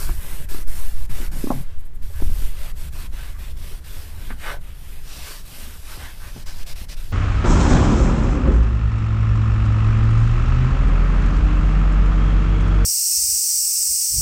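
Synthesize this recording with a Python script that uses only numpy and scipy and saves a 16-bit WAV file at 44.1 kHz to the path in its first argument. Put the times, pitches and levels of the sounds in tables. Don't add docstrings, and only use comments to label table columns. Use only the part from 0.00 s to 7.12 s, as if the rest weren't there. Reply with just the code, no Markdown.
import sys
import numpy as np
from scipy import signal
from scipy.fft import rfft, irfft
from scipy.io import wavfile
from scipy.ndimage import uniform_filter1d

SR = 44100
rng = np.random.default_rng(int(sys.argv[2]) if len(sys.argv) > 2 else 0)


def undo_db(level):
    steps = np.asarray(level, float) / 20
    return 10 ** steps


def dump(signal):
    limited = np.clip(np.atleast_2d(signal).T, -1, 1)
    pcm = np.round(limited * 32767).astype(np.int16)
    wavfile.write(sys.argv[1], SR, pcm)


N = 313992

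# (frequency [Hz], level [dB per Hz])
RUB_COLOUR = [(1200, -61), (2100, -6.5), (2600, 5.5), (3700, 1.5), (4500, -11), (7000, -41)]
TIPS_COLOUR = [(4000, -29), (6000, -15.5), (7200, -7.5), (8500, -2.5), (10500, -1.5), (13000, 1.5),
               (14500, -5.5), (16000, -16)]
FILM_COLOUR = [(2500, -43), (3900, -6.5), (4500, -2), (5500, -1.5), (6500, -7.5), (8000, -10.5),
               (12000, -24)]
PAD_COLOUR = [(100, -2), (250, 0.5), (500, 0), (900, -0.5), (1500, -1.5), (2000, -1), (2600, -13.5),
              (5000, -92)]
# (frequency [Hz], level [dB per Hz])
HOLLOW_COLOUR = [(450, -28), (850, -1.5), (1600, 0.5), (2300, -3), (3500, -23)]
# (frequency [Hz], width [Hz], lift [dB])
BACK_MODES = [(582, 14, 6), (784, 25, -8.5), (1187, 11, 5), (1540, 43, 5), (1700, 55, 3.5), (2140, 23, 3),
              (2700, 100, -1.5), (3360, 51, 3), (3850, 140, 0.5)]
# (start [s], fastest [s], pressure [dB], bristle tips [dB], wet film [dB])
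BACKREST_STROKES = [(0., 0.006, -45, 8, 5), (0.075, 0.093, -52, 9, 0), (0.159, 0.307, -47, 6, -5),
                    (0.493, 0.498, -46.5, 5.5, 0.5), (0.648, 0.792, -48, 7, -1),
                    (0.935, 1.005, -54, 5.5, 1.5), (1.068, 1.2, -46.5, 4, -1), (1.297, 1.416, -49, 6, -0.5),
                    (1.647, 1.7, -58.5, -8, -6), (1.764, 1.81, -63, -6, -9), (1.89, 1.95, -66.5, -10, -14)]
CUSHION_STROKES = [(2.007, 2.035, -55, 3.5, -2), (2.11, 2.25, -52.5, 5.5, -3), (2.283, 2.435, -47.5, 4, -3),
                   (2.518, 2.65, -47, 0, -3.5), (2.74, 2.828, -50.5, 3, -1), (2.934, 3.004, -46, -0.5, -4),
                   (3.094, 3.235, -48, -2, -4), (3.35, 3.426, -49.5, -1.5, -5),
                   (3.55, 3.692, -49.5, 1, -1.5), (3.787, 3.957, -48.5, 0.5, -2.5),
                   (4.144, 4.253, -49.5, -0.5, -5.5), (4.39, 4.493, -43.5, -2, -4),
                   (4.563, 4.68, -54.5, -1.5, -8.5), (4.755, 4.923, -52, 1.5, -5)]
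EDGE_STROKES = [(5.048, 5.17, -46, -2.5, 4), (5.19, 5.295, -43.5, 0, 1.5), (5.403, 5.6, -48, 2.5, -0.5),
                (5.845, 5.93, -45.5, -0.5, -0.5), (5.98, 6.01, -46.5, -1.5, -3),
                (6.147, 6.267, -49.5, -0.5, -1), (6.35, 6.384, -51, -1, 2), (6.45, 6.47, -47, -5.5, 5.5),
                (6.533, 6.625, -49.5, -2, 2.5), (6.65, 6.69, -47, -1.5, 6), (6.74, 6.796, -47.5, -1, 0.5),
                (6.87, 6.93, -46.5, -6, 5.5), (6.95, 6.982, -50.5, -1.5, 0.5)]
# (backrest [dB], cushion [dB], edge [dB])
PLACE_PAD_DB = (2.5, -0.55, -1.34)
# (slowing [s], stopped [s], starting [s], moving again [s], drop [dB])
HAND_TURNS = [(.445, .464, .484, .491, -20), (.625, .647, .664, .677, -21),
              (1.06, 1.069, 1.091, 1.098, -21), (1.27, 1.298, 1.313, 1.319, -16),
              (1.975, 1.985, 2.016, 2.022, -12), (2.714, 2.726, 2.749, 2.775, -19),
              (2.884, 2.902, 2.919, 2.928, -19), (3.063, 3.09, 3.108, 3.137, -24),
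              (3.33, 3.339, 3.381, 3.393, -10), (3.52, 3.53, 3.564, 3.575, -10),
              (3.787, 3.805, 3.837, 3.851, -9), (4.33, 4.35, 4.375, 4.4, -5),
              (4.57, 4.59, 4.603, 4.612, -9), (5.411, 5.425, 5.452, 5.454, -4),
              (6.426, 6.445, 6.457, 6.464, -16), (6.634, 6.644, 6.659, 6.667, -16),
              (6.73, 6.742, 6.752, 6.763, -13), (6.845, 6.861, 6.88, 6.894, -20),
              (6.945, 6.951, 6.965, 6.971, -14)]
# (middle [s], length [s], ring over the rubbing [dB])
PALM_PRESSES = [(0.097, 0.095, 3), (1.3, .3, -1), (2.175, 0.17, 1), (3.206, 0.23, -4), (3.359, 0.07, 9),
                (5.284, 0.33, -8), (5.737, 0.1, -1), (5.92, 0.091, -1.5), (6.067, 0.21, 3.5),
                (6.262, 0.16, 2.5), (6.487, .09, -6), (6.7, 0.08, -12)]
# (middle [s], level [dB])
BRISTLE_FLICKS = [(1.801, -56), (1.863, -58), (1.956, -57)]
# (time [s], level [dB])
LEANING = [(0.0, -31.5), (0.1, -20.5), (0.18, -24), (0.26, -31), (1.37, -28), (1.94, -37), (2.04, -30.5),
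           (2.18, -29.5), (2.22, -18.5), (2.28, -21), (2.48, -24), (2.52, -30.5), (3.61, -31), (4.08, -36),
           (4.28, -31.5), (5.69, -40), (6.68, -33.5), (7.12, -30.5)]
# (frequency [Hz], level [dB per Hz])
SWAY_COLOUR = [(2, -9), (4, 19), (6, 27), (12, 23), (18, 31.5), (30, -38.5)]
RUMBLE_COLOUR = [(10, -12.5), (18, 4), (30, -2), (50, -8.5), (80, -11.5), (110, -29.5), (200, -89)]
BOOM_COLOUR = [(60, -5.5), (95, 1.5), (150, 1), (250, -14.5), (400, -17.5), (800, -48)]
# (frequency [Hz], level [dB per Hz])
AIR_COLOUR = [(100, -20), (300, 0), (600, -2), (1800, -7), (2500, -14), (4000, -19), (6000, -25),
              (15000, -25)]
# (frequency [Hz], time to fall 60 dB [s])
CABIN_ECHO = [(200, 0.22), (1000, 0.11), (8000, 0.033)]
# (frequency [Hz], level [dB], time to fall 60 dB [s])
PANEL_MODES = [(128, 0, 0.15), (272.2, 8.5, 0.11), (410, -5.5, 0.2), (493, 8, 0.02), (633, 9, 0.055),
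               (787, 14, 0.03), (1025, 4.5, 0.038), (1087, 1, 0.07), (1337, -1, 0.03)]
# (time [s], peak [dB], hardness [dB], pitch factor [1])
TRIM_TAPS = [(0.516, -30.5, -20, 1.25), (.544, -27, -9, 1.15), (.586, -31.5, -20, 1.25),
             (1.201, -26, -24, 1.07), (1.213, -28.5, -22, .84), (1.228, -31.5, -21, 1.16),
             (1.249, -34, -27, 0.91), (1.364, -29, -25, .75), (1.44, -11, -45, 1.002),
             (1.47, -13.5, -13, 1.002), (1.5025, -7, -4, 1.002), (1.514, -18, 14, 0.84),
             (1.565, -27.5, -21, 0.74), (2.102, -43, 3, .7), (2.2, -35, 11, 0.75), (2.22, -19, -10, 1.1),
             (2.296, -29.5, -9, 0.82), (2.358, -34, -2, 0.74), (2.421, -32, -32, 1.01),
             (3.132, -38, -8, 1.12), (4.303, -25.5, -2, 0.83), (4.315, -30, -18, .75),
             (5.527, -39.5, -6, 0.85), (6.815, -31.5, -22, 0.72)]
# (time [s], peak [dB], hardness [dB], pitch factor [1])
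FRAME_THUMPS = [
    (.091, -23.5, -2.5, 1.11),
    (.1, -29.5, -14, 1.21),
    (1.097, -27, -19, .67),
    (5.971, -30, -8, 1.05),
    (6.274, -35.5, -20, 0.78),
    (6.361, -26, -6, .75),
    (6.375, -30, -6, .7),
]
# (middle [s], signed swing [full scale], rate [Hz], length [s])
SPRING_ROCKS = [
    (0.842, -0.38, 3.24, 1.23),
    (1.447, 0.14, 3.4, 0.58),
    (1.786, -0.17, 4.1, 0.35),
    (2.04, 0.2, 5.6, 0.19),
    (2.238, -0.22, 4, 0.29),
    (2.486, 0.2, 3.2, 0.36),
    (6.617, 0.12, 3.8, 0.38),
]
# (start [s], length [s], pitch [Hz], level [dB])
FRAME_MOANS = [
    (3.9, .45, 79.5, -39),
    (5.56, .15, 229, -46.5),
    (3.7, .06, 390, -50),
    (5.26, .07, 410, -52),
    (5.97, 0.11, 78.4, -37),
    (1.095, .04, 110, -31.5),
    (1.5, 0.13, 138.3, -32),
    (1.3, .14, 150, -37),
    (6.35, 0.06, 133, -38),
    (5.6, 0.23, 70.6, -39.5),
]
# (start [s], hardest [s], end [s], level [dB], starting colour [Hz])
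SEAM_SCRAPES = [
    (4.291, 4.306, 4.35, -37, 1700),
    (4.389, 4.486, 4.6, -30, 1740),
]
# (frequency [Hz], level [dB per Hz])
SCRAPE_COLOUR = [(200, -7), (500, 5.5), (1300, 4.5), (3500, 7), (4600, -6), (8000, -42)]


def evened(x):
    return x / np.sqrt(np.mean(x ** 2) + 1e-20)


def read(points, hz):
    f, value = np.transpose(points)
    return np.interp(np.log(hz + .1), np.log(f + .1), value)


def coloured(x, points, modes=()):
    hz = np.fft.rfftfreq(len(x), 1 / SR)
    db = read(points, hz)
    for f, width, lift in modes:
        db = db + lift / (1 + (2 * (hz - f) / width) ** 2)
    return evened(irfft(rfft(x) * undo_db(db), len(x)))


def flutter(ms):
    size = max(int(ms * SR / 1000), 1)
    smooth = uniform_filter1d(rng.standard_normal(N), size)
    return evened(uniform_filter1d(smooth, size))


def patchy(x, patchy_db):
    z = signal.stft(x, nperseg=512)[2]
    patches = uniform_filter1d(rng.standard_normal(z.shape), size=3, axis=0)
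    patches = uniform_filter1d(patches, size=14, axis=1)
    return evened(signal.istft(z * undo_db(patchy_db * evened(patches)), nperseg=512)[1][:N])


def steady(x, ms):
    power = abs(uniform_filter1d(x ** 2, int(ms * SR / 1000)))
    return evened(x / np.sqrt(power + 0.1))


def bump(s, length):
    return np.cos(np.pi * np.clip((np.arange(N) / SR - s) / length, -.5, .5)) ** 2


def resonate(x, hz, width_hz):
    spin = np.exp(2j * np.pi * np.cumsum(hz) / SR)
    r = np.exp(-np.pi * width_hz / SR)
    return 2 * (spin * signal.lfilter([1 - r], [1, -r], x / spin)).real


def add(mix, s, sound):
    part = mix[max(round(s * SR), 0):][:len(sound)]
    part += sound[:len(part)]


def strokes():
    sag_db, sag_curve, full_swing_s, blend_s = 9.5, 1.39, 0.11, 0.051
    tips_hold, film_hold, pad_hold = 0.23, .2, 0.18
    places = (BACKREST_STROKES, CUSHION_STROKES, EDGE_STROKES)
    rows = np.array([row + (pad,) for place, pad in zip(places, PLACE_PAD_DB) for row in place])
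    t = np.arange(N) / SR
    now = np.searchsorted(rows[1:, 0], t)
    start, fastest, *parts = rows[now].T
    end = np.append(rows[1:, 0], N / SR)[now]
    half = abs(np.where(t < fastest, start, end) - fastest) + 1e-3
    sag = sag_db * np.tanh(half / full_swing_s) * (abs(t - fastest) / half) ** sag_curve
    shares = np.array([-1, tips_hold, film_hold, pad_hold])[:, None]
    return uniform_filter1d(parts + shares * sag, int(blend_s * SR), axis=1, mode="nearest")


def brush(slips_per_s=26000, spread_db=.6, clump_db=.5, flick_s=0.049):
    rub_db, tips_db, film_db, pad_db = strokes()
    t = np.arange(N) / SR
    turn_db = sum(np.interp(t, row[:4], [0, 1, 1, 0]) ** 1.6 * row[4] for row in HAND_TURNS)
    slips = (rng.random(N) < slips_per_s / SR) * rng.standard_normal(N)
    slips = slips * undo_db(spread_db * np.minimum(rng.exponential(1, N), 4) + clump_db * flutter(4.3))
    slips = patchy(slips, 1.8)

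    tips = coloured(slips, TIPS_COLOUR)
    film = coloured(slips, FILM_COLOUR)
    tops = undo_db(film_db - 1.35) * film + undo_db(tips_db - 0.36) * tips
    flicks = sum(undo_db(db) * bump(s, flick_s) for s, db in BRISTLE_FLICKS) * tips

    pressed = sum(undo_db(db) * bump(s, length) for s, length, db in PALM_PRESSES)
    strong_modes = [(f, width, 2.8 * lift) for f, width, lift in BACK_MODES]
    back = pressed * coloured(slips, HOLLOW_COLOUR, strong_modes)

    pad_db = pad_db + 0.5 - 0.52 * turn_db + 0.36 * flutter(14.0)
    pad = undo_db(pad_db) * coloured(slips, PAD_COLOUR, BACK_MODES)
    rub = undo_db(-1.84) * coloured(slips, RUB_COLOUR, BACK_MODES)
    return undo_db(rub_db + 1.02 * turn_db) * (rub + tops + pad + back) + flicks


def body(lumps_db=2.5):
    s, db = np.transpose(LEANING)
    lean_db = np.interp(np.arange(N) / SR, s, db)
    rumble_db = 1.5 + lean_db
    boom_db = -47 + 0.65 * (lean_db - lean_db.mean())
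    sway = coloured(rng.standard_normal(N), SWAY_COLOUR)
    rumble = coloured(rng.standard_normal(N), RUMBLE_COLOUR)
    boom = coloured(rng.standard_normal(N), BOOM_COLOUR)
    boom = undo_db(boom_db + lumps_db * flutter(26.0)) * steady(boom, 63.0)
    shake = undo_db(2.5) * steady(sway, 340.0) + steady(rumble, 90.)
    return undo_db(rumble_db) * shake + boom


def outdoor_air(level_db=-61):
    return undo_db(level_db) * coloured(rng.standard_normal(N), AIR_COLOUR)


def cabin(x):
    hz, t, z = signal.stft(rng.standard_normal(SR // 3), SR, nperseg=256)
    t60 = np.maximum(read(CABIN_ECHO, hz), .02)[:, None]
    tail = signal.istft(z * undo_db(-60 * t / t60), SR, nperseg=256)[1]
    return signal.fftconvolve(x, tail / np.linalg.norm(tail))[:N]


def knocks(tap_thud_db=-16, thump_thud_db=8.5):
    out, t = np.zeros(N), np.arange(SR // 4) / SR
    hz, db, t60 = np.transpose(PANEL_MODES)[:, :, None]
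    rows = [row + (tap_thud_db,) for row in TRIM_TAPS]
    rows += [row + (thump_thud_db,) for row in FRAME_THUMPS]
    detune = rng.uniform(0.96, 1.04, (len(rows), len(PANEL_MODES), 1))
    blow = np.sin(np.pi / 2 * np.minimum(t / .003, 1)) ** 2 * (.2 + np.exp(-t / .007))
    for (s, peak_db, hard_db, pitch, thud_db), d in zip(rows, detune):
        ring = np.clip(0.7 + 0.02 * hard_db, .3, 1.1)
        gains = undo_db(db + hard_db * (hz > 350) + thud_db * (hz < 200) - 60 * t / (t60 * ring))
        sound = (gains * np.sin(2 * np.pi * hz * pitch * d * t)).sum(0) * blow
        add(out, s, undo_db(peak_db) * sound / abs(sound).max())
    return out


def frame(moan_sharpness=14):
    out = np.zeros(N)
    for s, swing, hz, length in SPRING_ROCKS:
        t = np.arange(-length / 2, length / 2, 1 / SR)
        add(out, s - length / 2, swing * np.cos(2 * np.pi * hz * t) * np.hanning(len(t)) ** .5)
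    for s, length, hz, db in FRAME_MOANS:
        size = round(length * SR)
        moan = resonate(rng.standard_normal(SR // 2), np.full(SR // 2, hz), hz / moan_sharpness)
        moan = evened(moan[-size:])
        add(out, s, undo_db(db) * moan * signal.windows.tukey(size, .4))
    return out


def scrape(catches_per_s=5000, ends_db=-28.5, sink=0.91):
    out = np.zeros(N)
    modes = [(f, width, 2.07 * lift) for f, width, lift in BACK_MODES]
    for start, hardest, end, db, top_hz in SEAM_SCRAPES:
        t = np.arange(start, end, 1 / SR)
        catches = (rng.random(SR // 2) < catches_per_s / SR) * rng.standard_normal(SR // 2)
        ringing = patchy(coloured(catches, SCRAPE_COLOUR, modes), 3.2)[:len(t)]
        hz = top_hz * (1 - sink * ((t - start) / (end - start)) ** 1.6)
        sinking = resonate(resonate(ringing, hz, 1350), hz, 1350)
        drag = steady(sinking + 0.34 * ringing * hz / top_hz, 25.)
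        fade_db = ends_db * np.interp(t, [start, hardest, end], [1, 0, 1]) ** 2
        add(out, start, undo_db(db + fade_db) * drag)
    return out


def scene():
    near = brush() + scrape()
    hits = knocks()
    echo = cabin(undo_db(-31) * near + undo_db(-13) * hits)
    return (near + hits + echo + body() + frame() + outdoor_air())[None]


def low_pass(x):
    return signal.sosfilt(signal.butter(12, 15600, fs=SR, output="sos"), x)


def record(dry):
    edge = signal.firwin(801, 15350, window=("kaiser", 9), fs=SR)
    padded = np.pad(dry, [(0, 0), (400, 400)], "edge")
    limited = signal.oaconvolve(padded, edge[None], "valid")
    return low_pass(limited)


dry = scene()
out = record(dry)
dump(out)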